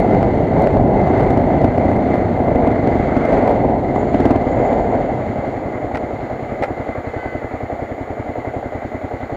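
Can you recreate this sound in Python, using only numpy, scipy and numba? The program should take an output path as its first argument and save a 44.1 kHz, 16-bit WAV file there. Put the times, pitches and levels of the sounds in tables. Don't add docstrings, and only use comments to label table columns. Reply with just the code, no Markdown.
import sys
import numpy as np
from scipy import signal
from scipy.fft import rfft, irfft, next_fast_len
from scipy.io import wavfile
from scipy.ndimage import uniform_filter1d
from numba import njit

SR = 44100
rng = np.random.default_rng(int(sys.argv[2]) if len(sys.argv) > 2 else 0)


def invert_db(level):
    return 10 ** (np.asarray(level, dtype=float) / 20)


def bounce(signal):
    frames = np.transpose(np.atleast_2d(signal))
    limited = np.clip(frames, -1, 1)
    pcm = np.round(limited * 32767).astype(np.int16)
    wavfile.write(sys.argv[1], SR, pcm)


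N = 412776
T = np.arange(N) / SR
IDLE_HZ, PULL_HZ = 11, 14
CRUISE_M_S = 21.38
# time in seconds, speed in m/s.
SPEED = [(0, 22.4), (1.5, 21.2), (2.5, 20), (4, 19.4), (5, 16.6), (5.4, 15), (6.3, 12.5), (7.2, 9.6),
         (9.36, 10.1)]


def curves(table):
    s, *columns = np.transpose(table)
    return [np.interp(T, s, c) for c in columns]


def unit(x):
    return x / np.sqrt(np.mean(x ** 2))


@njit
def svf(x, hz, width):
    y, b, l = np.empty(len(x)), 0., 0.
    g, k = np.tan(np.pi * hz / SR), width / hz
    for i in range(len(x)):
        v = (b + g * (x[i] - l)) / (1 + g * (g + k))
        b, l, y[i] = 2 * v - b, l + 2 * g * v, k * v
    return y


def ring(x, hz, width_hz):
    hz, width_hz = float(hz), float(width_hz)
    once = svf(x + 1e-18, hz, width_hz)
    return svf(once, hz, width_hz) * SR * np.e / (2 * np.pi * width_hz)


def walk(rate_hz):
    hold = int(SR / rate_hz)
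    levels = np.repeat(rng.standard_normal(N // hold + 1), hold)
    return 0.87 * uniform_filter1d(uniform_filter1d(levels, hold), hold)[:N]


def clicks(s, size):
    at = (np.asarray(s) * SR).astype(int)
    inside = (at >= 0) & (at < N)
    return np.bincount(at[inside], np.asarray(size)[inside], N)


def fade(x, tau_s):
    return signal.lfilter([1], [1, -np.exp(-1 / (tau_s * SR))], x)


def bumps(table):
    return sum(db * np.exp(-((T - s) / (length / 2)) ** 2 / 2) for s, length, db in table)


def muffle(x):
    return signal.sosfilt(signal.butter(3, 920, fs=SR, output="sos"), x)


def firings():
    # time in seconds, firings per second.
    revs = [(0.0, 30.824), (1.5, 29.589), (3.74, 21.458), (3.98, 15.107), (4.3, 19.647), (4.46, 17.389),
            (4.58, 17.252), (4.7, 13.364), (4.82, 13.164), (5.3, 10.844), (5.66, 10.939), (6.18, 10.151),
            (6.94, 11.103), (7.1, 10.758), (7.98, 10.553), (8.54, 11.031), (8.86, 10.154), (9.36, 10.965)]
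    # time in seconds, exhaust blast in dB.
    load = [(0, -17), (.9, -13), (1.1, -9.5), (2.0, -8.5), (2.4, -11), (2.8, -8.5), (3.5, -9), (3.9, -14.5),
            (4.1, -8.5), (4.15, -1.5), (4.32, -0.5), (4.45, -10), (5.0, -16.5), (5.4, -16.5), (6.3, -17.5),
            (7.4, -15.5), (9.36, -17.5)]
    first_cycle = -.638
    pull_scatter_db, idle_scatter_db, scatter_s = 2.5, -0.5, 0.00086
    even_above_db = -4

    hz = curves(revs)[0]
    cycles = first_cycle + np.cumsum(hz) / SR
    s = np.interp(np.arange(int(cycles[-1]) + 1), cycles, T)
    load_db = np.interp(s, *np.transpose(load))
    pull = np.clip((np.interp(s, T, hz) - IDLE_HZ) / (PULL_HZ - IDLE_HZ), 0, 1)
    pull = pull * np.clip((even_above_db - load_db) / 4, 0, 1)
    time_chance, level_chance = rng.standard_normal((2, len(s)))
    scatter_db = idle_scatter_db + pull * (pull_scatter_db - idle_scatter_db)
    return s + scatter_s * pull * time_chance, load_db + scatter_db * level_chance, hz


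def exhaust(s, db, hz):
    # centre in Hz, width in Hz, level in dB.
    pipe_modes = [(93.3, 85.6, 1), (260.8, 80.4, -0.5), (653, 198, -3), (341.4, 31, -14.5), (52, 58, -9.5)]
    pipe_lead_s, echo_s, echo_db = 0.00625, .026, -11
    notch_hz, notch_width_hz = 178., 85.

    boom_db = np.interp(hz, [IDLE_HZ, PULL_HZ], [-1.6, -8.5])
    boom = invert_db(boom_db)
    lift = [boom, 1, 1, 1, boom]
    blast = clicks(s - pipe_lead_s, invert_db(db))
    pipe = sum(invert_db(d) * g * ring(blast, f, w) for (f, w, d), g in zip(pipe_modes, lift))
    echo = clicks(s - pipe_lead_s + echo_s, invert_db(db))
    pipe = pipe + invert_db(echo_db + boom_db) * ring(echo, *pipe_modes[0][:2])
    return pipe - svf(pipe, notch_hz, notch_width_hz)


def intake(intake_s, hz):
    # centre in Hz, width in Hz, level in dB.
    airbox_modes = [(706, 133, -4), (621, 43, -8.5), (453, 90, -9.5)]
    knock_db, knock_db_per_hz_s, idle_knock_db = -20.5, .55, 4

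    drop_hz_s = -uniform_filter1d(np.gradient(hz) * SR, SR // 2)
    idle_db = np.interp(hz, [IDLE_HZ, PULL_HZ], [idle_knock_db, 0])
    gain = invert_db(knock_db + knock_db_per_hz_s * drop_hz_s + idle_db)
    gulp = gain * clicks(intake_s, invert_db(1.4 * rng.standard_normal(len(intake_s))))
    return sum(invert_db(d) * ring(gulp, f, w) for f, w, d in airbox_modes)


def breathing(intake_s):
    # share of the cycle after the intake opens (0-1), level in dB.
    cycle_levels = [(0, 0), (.22, -4), (.28, 0), (.45, -2), (.66, -4), (.78, -9), (1, -11)]
    share = np.interp(T, intake_s, np.arange(len(intake_s))) % 1
    breath = invert_db(np.interp(share, *np.transpose(cycle_levels)))
    return breath / np.sqrt(uniform_filter1d(breath ** 2, SR // 5) + 1e-6)


def engine():
    s, db, hz = firings()
    intake_s = s - .36 * np.gradient(s) + 0.00074 * rng.standard_normal(len(s))
    return muffle(exhaust(s, db, hz) + intake(intake_s, hz)), breathing(intake_s)


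def airflow():
    # time in seconds, level in dB.
    exposure = [(0, 2), (.5, -0.5), (1.4, 1), (2.1, -2), (2.6, -1), (3.2, -2), (3.6, 1), (4.1, -2.5),
                (4.6, -1), (5, -2.5), (5.15, -4.5), (5.5, -5.5), (6.5, -8.5), (7.5, -10), (9.36, -10)]
    # time in seconds, length in seconds, rise in dB.
    gust_bumps = [(0.012, 0.14, 1.5), (0.604, .08, 6), (0.765, .07, 3), (1.159, 0.15, 2),
                  (1.463, 0.042, -3), (1.71, 0.056, -3), (1.916, 0.087, 1.5), (2.022, .1, -1),
                  (2.483, 0.23, 2), (2.809, 0.022, -4), (2.898, 0.064, 2.5), (3.254, 0.053, 0.5),
                  (3.355, 0.083, 6), (3.49, 0.074, 6), (3.728, .1, 2), (4.203, 0.13, 0.5), (4.7, 0.25, 4),
                  (4.935, 0.044, 5), (5, 0.02, 3), (5.374, 0.055, -2.5)]
    # time in seconds, length in seconds, rise in dB.
    shake_bumps = [(.1, 0.15, 2), (.6, 0.068, 0), (.87, 0.12, -4.5), (1.2, 0.15, 2), (2.15, 0.28, 0),
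                   (2.5, 0.18, -0.5), (3.25, 0.4, 3.5), (3.75, 0.25, -2), (4.22, 0.18, 3.5), (4.75, .25, 1),
                   (6.45, 0.16, -0.5), (7.1, 0.38, 1.5)]
    buffet_db, buffet_db_per_decade, buffet_gust, lull_db = -18, 54.5, 0.22, 1
    eddy_db_per_decade = 14
    roar_db, ring_db, ring_slope = -17.5, -35.5, 0.34
    fizz_db, fizz_slope, fizz_db_per_decade = -51.5, 0.26, 7.5
    breath_low, breath_roar, breath_ring, breath_below_m_s = .9, .7, .4, 12.3
    braking_start_s, braking_end_s, braking_db = 0.85, 3.5, 1.5

    speed = curves(SPEED)[0]
    fast = speed / CRUISE_M_S
    decades = np.log10(fast)
    gusts, shakes = bumps(gust_bumps), bumps(shake_bumps)
    stream = curves(exposure)[0] + gusts
    low = buffet_db + buffet_db_per_decade * decades + buffet_gust * gusts
    low = low + lull_db * fast * walk(17)
    eddies = low + eddy_db_per_decade * decades
    braking = 1. 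* (T > braking_start_s) * (T < braking_end_s)
    buzz = braking_db * uniform_filter1d(braking, SR // 8)
    case = ring_db + ring_slope * stream + buzz + shakes
    fizz = fizz_db + fizz_slope * stream + shakes + fizz_db_per_decade * decades
    calm = np.clip((breath_below_m_s - speed) / 2.2, 0, 1)
    shares = breath_low * np.clip((1 - fast) * 2.5, 0, 1), breath_roar * calm, breath_ring
    return low, eddies, roar_db + stream, case, fizz, shares


def wind(breath):
    # frequency in Hz, level in dB per Hz.
    air = [(12, -51), (22, -30.5), (48, -10), (110, -6), (180, -5.5), (260, -2.5), (700, -7), (1000, -19.5),
           (1400, -22), (2300, -28), (2600, -42.5), (4600, -51), (5300, -62), (9000, -65), (16000, -77.5)]
    # centre in Hz, width in Hz, lift in dB.
    case_modes = [(283, 23, -1), (770, 340, 6.5), (2057, 137, 11.5), (4240, 66, 7.5), (6150, 300, 5),
                  (6900, 680, 8), (9100, 340, 5.5)]

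    size = next_fast_len(N, True)
    hz = np.fft.rfftfreq(size, 1 / SR) + 1e-3
    air_hz, air_db = np.transpose(air)
    colour = invert_db(np.interp(np.log(hz), np.log(air_hz), air_db))
    for f, w, db in case_modes:
        colour = colour * (1 + (invert_db(db) - 1) / (1 + (2 * (hz - f) / w) ** 2))

    low, eddies, roar, case, fizz, shares = airflow()
    groups = [(14.6, 45, eddies - 14, shares[0]), (46.7, 140, low - 5, shares[0]),
              (139.2, 215, eddies - 6, shares[0]), (211.4, 420, (low + roar) / 2 - 3, shares[1]),
              (425.6, 1050, roar - 1.5, shares[1]), (1069, 2595, case, shares[2]),
              (2568, 7900, fizz, shares[2] / 2)]
    gust, white, out = walk(9), rfft(rng.standard_normal(size)), 0
    for lo_hz, hi_hz, db, share in groups:
        flow, eddy = 0, walk(22)
        edges = np.geomspace(lo_hz, hi_hz, 5)
        for a, b in zip(edges[:-1], edges[1:]):
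            band = irfft((hz >= a) * (hz < b) * white, size)[:N]
            flow = flow + band * invert_db(0.63 * walk(14))
        share = np.clip(share, 0, 1)
        flow = flow * invert_db(0.75 * gust + 0.96 * eddy) * (1 - share + share * breath)
        out = out + invert_db(db) * unit(irfft(colour * rfft(flow, size), size)[:N])
    return out


def slaps():
    # time in seconds, crack in dB, push in dB.
    jumps = [(0.002, -35.5, -20), (0.2296, -49.5, -3), (0.5966, -42.5, -3.5), (0.622, -36, -8),
             (0.6726, -46, -2), (0.7707, -48, -1.5), (1.073, -47, -4.5), (1.1339, -54, -12),
             (1.1977, -42.5, -5.5), (1.233, -43, -6), (1.303, -44.5, -18), (1.9168, -41.5, -7),
             (1.965, -42, -14), (2.157, -43, -3.5), (2.4861, -51.5, -7.5), (2.5517, -49.5, -7.5),
             (2.6478, -50, -3), (2.6719, -46, -2), (3.2548, -40.5, -14), (3.3233, -44.5, -6),
             (3.384, -42, -8), (3.4269, -47.5, -14), (3.4764, -42.5, -5), (3.5114, -40, -5.5),
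             (3.6473, -54.5, -6.5), (3.962, -40.5, -3), (4.0312, -45, -9), (4.205, -44, -7),
             (4.262, -39, -7), (4.312, -44, -8.5)]
    s, crack_db, push_db = np.transpose(jumps)
    sign = np.sign(rng.standard_normal(len(s)))
    crack = fade(clicks(s, -sign * invert_db(crack_db + 13)), .00004)
    push = clicks(s - .001, sign * invert_db(push_db + 1.5))
    return crack + muffle(ring(push, 600, 500))


def hiss():
    # start in seconds, length in seconds.
    swell_spans = [
        (0, .05),
        (0.354, 0.14),
        (1.368, .16),
        (2.363, 0.12),
    ]
    hiss_db, duck_db, swell_db, swell_hz = -67.3, -1.8, -68, 6000

    swell = sum(1. * (T > s) * (T < s + length) for s, length in swell_spans)
    swell = uniform_filter1d(swell, SR // 50)
    high_pass = signal.butter(2, swell_hz, "high", fs=SR, output="sos")
    treble = signal.sosfilt(high_pass, rng.standard_normal(N))
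    duck = duck_db * np.clip(2 * curves(SPEED)[0] / CRUISE_M_S - 1, 0, 1)
    return invert_db(hiss_db + duck) * rng.standard_normal(N) + invert_db(swell_db) * swell * treble


def whine():
    # time in seconds, level in dB.
    whine_levels = [(0, -80.5), (3.3, -78), (4.7, -67), (9.36, -66.5)]
    return np.sqrt(2) * invert_db(curves(whine_levels)[0]) * np.sin(2 * np.pi * 6804 * T)


def lever_chatter():
    # start in seconds, hold in seconds, decay in seconds, level in dB.
    chatter = [
        (3.93, .2, .03, -61),
        (4.46, 0.22, .17, -59),
    ]
    attack_s, flicker_db = 0.028, 4.5
    rattle = unit(ring(rng.standard_normal(N) * invert_db(flicker_db * walk(70)), 6950, 600))
    shake = 0
    for s, hold, decay, db in chatter:
        attack = np.clip((T - s) / attack_s, 0, 1)
        shake = shake + invert_db(db) * attack * np.exp(-np.maximum(T - s - hold, 0) / decay)
    return shake * rattle


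def gear_clunks():
    # time in seconds, peak in dB, rattle length in seconds, treble in dB.
    clunks = [
        (5.947, -19.5, 0.0072, -9),
        (5.955, -13.5, 0.0036, -12),
        (5.971, -15, 0.0041, -12),
        (6.622, -19, 0.022, -8),
        (6.635, -17.5, 0.0069, 0),
        (6.639, -34, 0.0063, 2),
    ]
    # centre in Hz, width in Hz, level in dB.
    housing = [(660, 360, 3.5), (1280, 400, -5.5), (1990, 370, -6), (3140, 1700, -26), (6600, 3400, -43)]
    grit = rng.standard_normal(N)
    dull = sum(fade(clicks([s], [invert_db(db)]), tau) for s, db, tau, _ in clunks) * grit
    bright = sum(fade(clicks([s], [invert_db(db + top_db)]), tau) for s, db, tau, top_db in clunks) * grit
    out = 0
    for f, w, db in housing:
        source = bright if f > 2000 else dull
        out = out + invert_db(db) * ring(source, f, w) * np.sqrt(w / SR) * 1.3
    return out


def horn():
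    # multiple of the pitch, level in dB.
    harmonics = [(1, -50), (2, -54), (3, -39), (4, -35.5), (5, -60), (6, -59), (7, -70), (9, -62)]
    pitch_hz, start_s, full_s, end_s = 506.8, 7.14, 7.2, 7.385
    blow = np.interp(T, [start_s, start_s + .01, full_s, end_s, end_s + .02], [0, 0.15, 0.85, 0.55, 0])
    phase = 2 * np.pi * np.cumsum(pitch_hz * (1 + 0.001 * walk(11))) / SR
    return blow * sum(np.sqrt(2) * invert_db(d) * np.sin(k * phase) for k, d in harmonics)


def scene():
    motor, breath = engine()
    air = wind(breath) + slaps()
    electronics = hiss() + whine()
    return (motor + air + electronics + lever_chatter() + gear_clunks() + horn())[None]


def band_limit(x):
    return signal.sosfilt(signal.butter(12, 15830, fs=SR, output="sos"), x)


def record(dry):
    clip = .69
    return band_limit(np.clip(dry, -clip, clip))


dry = scene()
out = record(dry)
bounce(out)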